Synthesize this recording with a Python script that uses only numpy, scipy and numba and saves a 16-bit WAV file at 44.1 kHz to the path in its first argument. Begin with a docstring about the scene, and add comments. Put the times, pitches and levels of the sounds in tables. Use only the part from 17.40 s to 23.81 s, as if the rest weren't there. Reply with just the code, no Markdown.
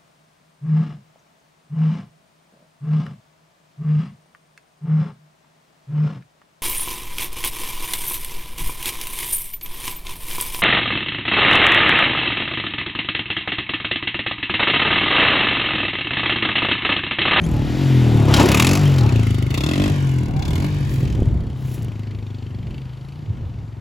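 """A single-cylinder four-stroke quad bike revs past a phone in a dry, windy field. Each firing rings the
muffler and spits a puff of gas, while gears and tyres whir. About a second in, the quad lands from a
jump with a crunch, clanks and squeaks. It rides off, blipping its throttle (short bursts of power).
Around four seconds, gusts slap the microphone and something dry rustles and ticks close by.
Two last, gentler blips follow as the engine fades."""
import sys
import numpy as np
from scipy import signal
from scipy.fft import rfft, irfft, next_fast_len
from scipy.io import wavfile
from scipy.ndimage import uniform_filter1d, map_coordinates
from numba import njit

SR = 44100
rng = np.random.default_rng(int(sys.argv[2]) if len(sys.argv) > 2 else 0)


def store_wav(level_fs):
    """Save 16-bit WAV to argv[1]."""
    pcm = np.round(np.clip(np.atleast_2d(level_fs), -1, 1) * 32767)
    wavfile.write(sys.argv[1], SR, pcm.T.astype(np.int16))


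N = 282655
T = np.arange(N) / SR

# tone of the field's quiet hiss: (frequency [Hz], relative level [dB])
FIELD_TONE = [(300, 3.5), (500, -2), (1000, 6.5), (2500, -21), (5000, -58), (8000, -18.5), (16000, -36)]
# wind on the microphone: (time [s], level [dB])
WIND_LEVEL = [(0.0, -22), (0.35, -18.5), (0.55, -29), (1.2, -20.5), (1.5, -33), (2.0, -28), (2.7, -25.5),
              (2.95, -18.5), (3.4, -26.5), (3.9, -17.5), (4.35, -33.5), (5.6, -35.5), (5.95, -31),
              (6.41, -37)]
# sudden slaps of wind: (time [s], peak [dB], pitch [Hz], sharpness [0-1])
WIND_SLAPS = [(3.629, -5.5, 110, 0.46), (3.789, -6.5, 137, 0.93), (3.818, 0.5, 61, 0.8),
              (3.873, -3.5, 118, 0.16), (3.93, -14, 78.4, 0.13), (3.964, -9.5, 73.2, 0),
              (4.25, -15, 104, 0.1), (5.883, -17, 100, 0.2), (5.903, -8.5, 109, 0.04)]
# dry rustles, one list for each: (time [s], level [dB])
RUSTLES = [
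    [(3.45, -63), (3.518, -41), (3.65, -53)],
    [(4.17, -59), (4.344, -40), (4.41, -58)],
]
# small dry ticks: (time [s], level [dB])
DRY_TICKS = [(4.4223, -30.5), (4.43, -32), (4.4463, -31), (4.594, -38)]

# tone of gears and tyres: (frequency [Hz], relative level [dB])
WHIR_TONE = [(450, 6.5), (600, 1.5), (880, 1.5), (1150, -6.5), (1500, -1.5), (2100, -8.5), (2900, -6.5),
             (4000, -13), (7000, -20), (11000, -24), (16000, -26)]
# the suspension hitting its stops: (time [s], level [dB])
CRUNCH_LEVEL = [(0.88, -19), (0.96, -18.5), (1.0, -8.5), (1.045, -15.5), (1.075, -17), (1.13, -16)]
# where that crunch rings: (pitch [Hz], width [Hz], level [dB])
CRUNCH_MODES = [(248, 52, 7.5), (344, 120, 0.5), (496, 115, -2.5), (940, 530, -8)]
# knocks from the landing and bumps: (time [s], level [dB], time to fade by 60 dB [s])
FRAME_KNOCKS = [(0.885, -23, 0.075), (0.9394, 4, 0.058), (0.964, -5.5, 0.14), (0.9967, -4.5, 0.16),
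                (1.583, -11.5, 0.059)]
# where the frame rings: (pitch [Hz], level [dB], time to fade by 60 dB [s])
FRAME_MODES = [(1104, 1, 0.72), (1436, 3.5, 0.059), (2200, -2, 0.12), (3140, 5, 0.05), (3920, 6, 0.037),
               (5540, -3, 0.065), (8700, -12, 0.079)]
# rubber, springs and gears: (start [s], end [s], from [Hz], to [Hz], level [dB], overtones [0-1])
SQUEAK_NOTES = [(0.032, 0.057, 3100, 3320, -37.5, 0.8), (0.1, 0.255, 864, 870, -34, .01),
                (0.984, 1.023, 962, 840, -15.5, 0.25), (1.022, 1.068, 310, 369.4, -12, 0.13),
                (1.455, 1.473, 3040, 3000, -26, 0.1), (1.607, 1.662, 787, 852, -29, 0.05),
                (2.894, 2.97, 740, 785, -39, 0.16), (2.966, 3.05, 788, 754, -38, 0.1)]

# twists of the throttle: (opens [s], shuts [s], how far [0-1])
THROTTLE_BLIPS = [(0.0, 0.45, 0.66), (0.888, 1.381, 0.57), (2.075, 2.504, 0.94), (2.952, 3.269, 0.85),
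                  (3.933, 4.126, 0.6), (5.22, 5.43, 0.53), (5.633, 5.752, 0.4)]
# how often the engine fires: (time [s], rate [Hz])
FIRING_RATE = [(0.0, 42.93), (0.23, 35.7), (0.4, 46.79), (0.86, 34.92), (1.11, 33.55), (1.31, 48.1),
               (1.39, 50.01), (1.57, 44.36), (1.73, 28.48), (2.07, 24.0), (2.21, 33.2), (2.33, 45.1),
               (2.41, 50.0), (2.51, 49.5), (2.57, 46.7), (2.83, 41.11), (3.02, 32.85), (3.27, 50.5),
               (3.71, 40.7), (4.0, 31.4), (4.2, 33.41), (4.56, 26.35), (5.248, 24.2), (5.33, 28.0),
               (5.4, 27.5), (5.48, 25.0), (5.612, 26.1), (5.696, 27.5), (5.8, 30.3), (5.896, 27.5),
               (6.0, 24.0), (6.104, 22.6), (6.2, 21.5), (6.41, 22.5)]
# levels with the throttle shut: (time [s], muffler boom [dB], gas [dB], whir [dB], tyre hiss [dB])
RIDE_LEVELS = [(0.0, -19.5, -46.5, -37.5, -49), (0.3, -19, -62, -39.5, -37.5),
               (0.5, -11.5, -49.5, -33.5, -34), (0.87, -11, -40, -29, -35), (0.93, -11, -41.5, -26.5, -28),
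               (1.2, -14.5, -22, -25.5, -28), (1.45, -11, -36.5, -30.5, -33), (1.7, -11, -37, -30.5, -39),
               (1.9, -14.5, -38, -44.5, -38), (2.05, -17, -41, -42, -45), (2.55, -15.5, -42, -37.5, -39),
               (2.82, -16, -44.5, -44.5, -45), (2.93, -26, -47.5, -41, -53), (3.3, -17.5, -46, -43, -41.5),
               (3.7, -22.5, -43.5, -49, -45.5), (4.05, -29.5, -61, -49.5, -56.5),
               (4.3, -22.5, -52, -46, -49), (4.7, -26.5, -51, -51, -54), (5.2, -27, -54.5, -52, -54),
               (5.7, -32, -57, -53.5, -55), (6.41, -30.5, -64, -52.5, -58)]
# exhaust, throttle shut: (time [s], boom pitch [Hz], thump above boom [dB], bark above boom [dB])
EXHAUST_TONE = [(0.0, 171, -19, -14), (0.22, 135.5, -10, -4.5), (0.4, 144, -16, -10.5),
                (0.55, 131.4, -13.5, -6), (0.9, 121.4, -12.5, -6), (1.15, 119.7, -9, -1.5),
                (1.45, 137.6, -12.5, -12.5), (1.75, 112.6, -10.5, -8), (2.05, 116.7, -7.5, -7.5),
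                (2.25, 149, -13.5, -8.5), (2.5, 129, -8.5, -11), (2.7, 135, -13, -13.5),
                (2.95, 139.7, -10, -4.5), (3.3, 137, -12, -14), (3.7, 120.6, -10, -7), (4.15, 136, -7, -14),
                (4.55, 108, -30, -9), (5.2, 109, -6, -10), (5.35, 143, -21, -11.5), (5.5, 120, -28, -21.5),
                (5.8, 148, -10, -11), (6.1, 107.6, -5, -15.5), (6.41, 116, -8, -11.5)]
# the exhaust's deep thump: (pitch [Hz], width [Hz], level [dB])
THUMP_MODES = [(59.2, 15.4, 5.5), (75, 32, 3)]
# the exhaust's throaty bark: (pitch [Hz], width [Hz], level [dB])
BARK_MODES = [(188.2, 39.3, 7.5), (245, 113, 1.5), (297, 31, 2), (392, 44, -2.5)]
# gas hissing out of the tailpipe: (frequency [Hz], width [Hz], level [dB])
GAS_MODES = [(1103, 280, 7), (2230, 610, 5), (2560, 490, 4), (3380, 770, 2), (4520, 3100, 1),
             (7850, 7000, -0.5), (13100, 12000, -7.5), (15900, 1500, -28)]
# where the tailpipe rings: (pitch [Hz], width [Hz], level [dB])
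PIPE_MODES = [(2020, 230, 2), (2644, 430, 2.5), (3155, 260, 6), (3500, 640, 4.5), (4520, 560, 5)]
# strength of that ring: (time [s], level above the gas hiss [dB])
PIPE_RING_LEVEL = [(0, -4), (1.0, -1.5), (1.4, -5.5), (1.75, 3), (2.3, 0), (2.8, -2), (3.3, -1.5), (4.2, 4),
                   (4.8, 10.5), (6.41, 10.5)]

# balance of the phone's two microphone holes: (frequency [Hz], left minus right [dB])
MIC_BALANCE = [(60, 2.0), (110, 2.5), (200, 2.5), (380, 1.0), (700, 5.0), (1290, 3.5), (2380, 1.5),
               (4400, 1.5), (8120, 0.5), (15000, 0.0)]
# timing between the holes: (frequency [Hz], left ahead by [radians])
MIC_PHASE = [(0, 0), (520, 0.7), (780, -0.1), (1550, 1.5), (2150, 0.1), (7490, 0.0), (8440, -2.9),
             (9560, -3.3), (10400, -6.0), (11600, -6.4), (12600, -9.1), (13700, -9.5), (14600, -12.4),
             (16400, -12.7)]
# a short, flipped echo off the ground hollows out the highs, and at the same times the highs spread wide: (time
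# [s], echo delay [ms], amount of both [0-1])
GROUND_ECHO = [(1.55, 0.14, 0.2), (1.7, 0.68, 0.7), (1.85, 1.16, 0.77), (2.15, 1.25, 1), (2.4, 1.31, 1),
               (2.8, 1.63, 1), (3.2, 1.55, 1), (3.6, 1.37, 1), (3.78, 1.5, 0.16)]


def undb(db):
    """Turn decibels into a gain to multiply by."""
    return 10 ** (np.asarray(db) / 20)


def level(x, db=0):
    """Scale a sound to an average level."""
    return x * undb(db) / np.sqrt(np.mean(x ** 2))


def steady(x):
    """Even out slow changes in loudness."""
    return x / np.sqrt(uniform_filter1d(uniform_filter1d(x ** 2, 5000), 5000) + 1e-12)


def curves(rows):
    """Join a table's points over time: one curve for each value column."""
    times, *columns = np.transpose(rows)
    return [np.interp(T, times, column) for column in columns]


def burst(rows):
    """Gain curve from (time, level) points, silent before and after them."""
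    times, db = np.transpose(rows)
    return uniform_filter1d(undb(np.interp(T, times, db)) * (T > times[0]) * (T < times[-1]), 300)


def wander(rate):
    """Smooth random wobble of about +-1, with `rate` new values a second."""
    hold = int(SR / rate)
    steps = np.repeat(rng.standard_normal(N // hold + 1), hold)
    return 2.03 * uniform_filter1d(uniform_filter1d(steps, hold), hold)[:N]


def noise(count=N):
    """Plain white hiss."""
    return rng.standard_normal(count)


@njit
def moving_filter(x, hz, width):
    """Band-pass filter: keeps what lies near a pitch that may change every sample."""
    out, mid, low = np.empty(len(x)), 0., 0.
    for i in range(len(x)):
        step, damping = np.tan(np.pi * hz[i] / SR), width / hz[i]
        swing = (mid + step * (x[i] + 1e-18 - low)) / (1 + step * (step + damping))
        mid, low = 2 * swing - mid, low + 2 * step * swing
        out[i] = damping * swing
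    return out


def resonate(x, hz, width, passes=1):
    """Let a sound ring at a pitch; a smaller width (in Hz) rings longer."""
    for _ in range(passes):
        x = moving_filter(x, hz * np.ones(len(x)), float(width))
    return x


def modes(x, table, wobble_db=0):
    """Ring at several pitches (modes) at once, flipping every second one."""
    return sum((-1) ** k * undb(db + wobble_db * wander(7.8)) * resonate(x, hz, width)
               for k, (hz, width, db) in enumerate(table))


def band(x, low_hz, high_hz):
    """Keep what lies between two frequencies."""
    return signal.sosfiltfilt(signal.butter(2, [low_hz, high_hz], "band", fs=SR, output="sos"), x)


def shaped_noise(tone, flicker_db):
    """Noise with a given tone, made of narrow bands that each flicker on their own."""
    hz, db = np.transpose(tone)
    centres = hz[0] * 2 ** np.arange(0, np.log2(hz[-1] / hz[0]), 1 / 3)
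    levels = np.interp(np.log(centres), np.log(hz), db)
    return level(sum(undb(band_db + flicker_db * wander(16)) * resonate(noise(), f, f / 3, passes=2)
                     for f, band_db in zip(centres, levels)))


def field():
    """The open field hisses faintly, differently in each ear."""
    return np.array([shaped_noise(FIELD_TONE, flicker_db=1) for _ in range(2)]) * undb(-53.5)


def wind():
    """Air buffets both microphone holes with a low rumble and sudden slaps."""
    shared, left, right = (resonate(resonate(noise(), 118.4, 113), 54, 61) * undb(1.5 * wander(12))
                           for _ in range(3))
    gusts = undb(curves(WIND_LEVEL)[0] + 1.6 * wander(6))
    out = level(shared + 0.33 * np.array([left, right])) * gusts
    t = np.arange(-1500, 1500) / SR - .004
    snap = np.cos(2 * np.pi * 186 * t) * np.exp(-(t / 0.00089) ** 2)
    for time, db, hz, sharp in WIND_SLAPS:
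        thud = np.cos(2 * np.pi * hz * t) * np.exp(-(t * hz / 0.78) ** 2)
        out[:, int(time * SR) - 1500:][:, :len(t)] += undb(db) * ((1 - sharp) * thud + sharp * snap)
    return out


def dry_rustle():
    """Crackly rustles and tiny ticks close to the phone."""
    crackle = noise() * undb(2 * wander(300))
    out = sum(burst(rows) for rows in RUSTLES) * level(resonate(crackle, 10800, 23000))
    t = T[:400]
    for time, db in DRY_TICKS:
        tick = resonate(noise(len(t)), 10300, 12000) * np.exp(-t / 0.0018)
        out[int(time * SR):][:len(t)] += undb(db) * tick
    return out


def scattered_sound(quad):
    """Ground and trees send a faint, late copy of the quad to each side."""
    echoes = [resonate(np.roll(quad, delay), 1500, 3000, passes=2) for delay in (397, 613)]
    return np.array(echoes) * undb(-24)


def ground_echo(pair):
    """A short, flipped echo off the ground hollows out the highs; a smeared copy spreads them wide."""
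    delay_ms, amount = curves(GROUND_ECHO)
    middle = pair.mean(axis=0)
    echo = map_coordinates(band(middle, 780, 5000), [(T - delay_ms / 1000) * SR], mode="mirror")
    smear = irfft(np.exp(2j * np.pi * rng.random(129)))
    wide = signal.fftconvolve(band(middle, 350, 6700), smear)[:N] * undb(-2.5)
    return pair + amount * (np.array([wide, -wide]) - undb(-8.5) * echo)


def microphones(x):
    """Two holes hear one sound, each with its own strength and timing at every frequency."""
    size = next_fast_len(N + 4096)
    hz = np.arange(size // 2 + 1) * SR / size
    balance_db = np.interp(hz, *np.transpose(MIC_BALANCE))
    phase = np.interp(hz, *np.transpose(MIC_PHASE))
    left = undb(balance_db / 2) * np.exp(.5j * phase)
    return irfft(rfft(x, size) * np.array([left, 1 / left]), size)[:, :N]


def gears_and_tyres(throttle):
    """Gears and tyres whir and hiss, a little louder with the throttle open."""
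    whir_db, hiss_db = curves(RIDE_LEVELS)[2:]
    rolling = shaped_noise(WHIR_TONE, flicker_db=0.9)
    whir = signal.sosfiltfilt(signal.butter(2, 1500, fs=SR, output="sos"), rolling)
    hiss = rolling - whir
    return level(whir, whir_db + 1.5 * throttle) + level(hiss, hiss_db + throttle)


def landing_crunch():
    """The suspension runs out of travel and crunches."""
    grit = noise() * undb(1.2 * wander(88.56))
    return burst(CRUNCH_LEVEL) * level(modes(grit, CRUNCH_MODES))


def clanks():
    """Each knock makes a sharp crack and rings the metal frame and racks."""
    out, t = np.zeros(N), T[:SR // 4]
    for time, db, fade_s in FRAME_KNOCKS:
        phases = rng.random(len(FRAME_MODES)) * 2 * np.pi
        ring = sum(np.sin(2 * np.pi * hz * t + phase) * undb(mode_db - 60 * t / min(fade_s, ring_s))
                   for (hz, mode_db, ring_s), phase in zip(FRAME_MODES, phases))
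        crack = 0.8 * resonate(noise(len(t)), 4200, 4200) * undb(-60 * t / fade_s)
        out[int(time * SR):][:len(t)] += .5 * undb(db) * (ring / np.abs(ring).max() + crack)
    return out


def squeaks():
    """Rubber, springs and gears give short, shaky, sliding notes."""
    out = np.zeros(N)
    waver, throb = 1 + 0.0184 * wander(100), undb(2 * wander(80))
    for start, end, from_hz, to_hz, db, overtones in SQUEAK_NOTES:
        hz = np.interp(T, [start, end], [from_hz, to_hz]) * waver
        phase = 2 * np.pi * np.cumsum(hz) / SR
        note = np.sin(phase) + overtones * (np.sin(2 * phase) + np.sin(3 * phase))
        out += note * throb * burst([(start, db), (end, db)])
    return out


def throttle_opening(open_s=0.081, shut_s=0.018):
    """From 0 (shut) to 1 (wide open): each blip rolls on and snaps shut."""
    return sum(far * np.clip((T - start) / open_s, 0, 1) * np.clip((end - T) / shut_s + .5, 0, 1)
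               for start, end, far in THROTTLE_BLIPS)


def tailpipe_gas(since_firing, strength, throttle):
    """Puffs of gas hiss and ring the pipe; more throttle makes them longer and the ring brighter."""
    puff_s = 0.0049 + 0.002 * throttle
    puff = strength * (1 - np.exp(-since_firing / 0.0012)) * np.exp(-since_firing / puff_s)
    ring = modes(puff * noise(), PIPE_MODES, wobble_db=-2.5)
    ring = resonate(ring, hz=2030 + 530 * throttle, width=900)
    hiss = modes(puff * noise(), GAS_MODES, wobble_db=1)
    return steady(steady(hiss) + undb(curves(PIPE_RING_LEVEL)[0]) * steady(ring))


def exhaust_bark(firings, since_firing, strength, boom_hz, throttle):
    """Firings ring the exhaust above its boom, and swirling gas roughens the note."""
    rasp = 0.07 * steady(np.exp(-since_firing / 0.084) * noise())
    throat = resonate(modes(steady(firings) + rasp, BARK_MODES, wobble_db=1), 210, 500)
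    # each firing slides down in pitch, as the highs leave the pipe first
    from_hz, to_hz, slide_s = 590, 166.7, 0.0038
    cycles = to_hz * since_firing + (from_hz - to_hz) * slide_s * (1 - np.exp(-since_firing / slide_s))
    slide = strength * np.sin(2 * np.pi * cycles) * np.exp(-since_firing / 0.027)
    overtone_hz = 2.066 * boom_hz  # the muffler chambers' second note
    overtone = resonate(resonate(firings, overtone_hz, 49), overtone_hz, 98)
    bark = steady(throat) + undb(-8.5) * steady(slide) + undb(1.5) * steady(overtone)
    growl = resonate(firings, 604, 200, passes=2)  # a higher note of the pipe
    return steady(bark) + undb(-23.5 + 12 * throttle) * steady(growl)


def engine(throttle, uneven_db=1.5):
    """One firing a cycle, never quite the same strength, rings the muffler and spits gas."""
    rate_hz, = curves(FIRING_RATE)
    boom_db, gas_db = curves(RIDE_LEVELS)[:2]
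    boom_hz, thump_db, bark_db = curves(EXHAUST_TONE)
    cycles = .4 + np.cumsum(rate_hz) / SR
    count = cycles.astype(int)
    strength, puff_strength = undb(uneven_db * rng.standard_normal((400, 2))[count].T)
    firings = np.diff(count, prepend=count[0]) * strength  # one click as each cycle starts
    since_firing = (cycles % 1) / rate_hz
    gas = tailpipe_gas(since_firing, puff_strength, throttle)
    # two muffler chambers in a row: the boom builds up after the bark
    boom = steady(resonate(resonate(firings, boom_hz, 24.6), boom_hz, 51.4))
    thump = steady(resonate(modes(firings, THUMP_MODES), 86.5, 49))
    bark = exhaust_bark(firings, since_firing, strength, boom_hz, throttle)
    # an open throttle trades boom for thump, gas and, at higher revs, bark
    open_bark_db = 3.5 + 0.5768 * (rate_hz - 39.5)
    return -(boom * undb(boom_db - 4.5 * throttle)
             + thump * undb(boom_db + thump_db + 4.5 * throttle)
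             + bark * undb(boom_db + bark_db + open_bark_db * throttle)
             + gas * undb(gas_db + 12 * throttle))


def scene():
    """Mix the quad, its echoes and the windy field in stereo."""
    throttle = throttle_opening()
    quad = engine(throttle) + gears_and_tyres(throttle) + landing_crunch() + clanks() + squeaks()
    return (field() + ground_echo(microphones(quad)) + scattered_sound(quad)
            + microphones(dry_rustle()) + wind())


def record(dry, top_hz=15900):
    """The phone rounds off the loudest peaks and cuts the very highest sounds."""
    rounded = np.tanh(0.52 * dry) / 0.66
    return signal.sosfilt(signal.ellip(8, .2, 70, top_hz, fs=SR, output="sos"), rounded)


dry = scene()
out = record(dry)
store_wav(out)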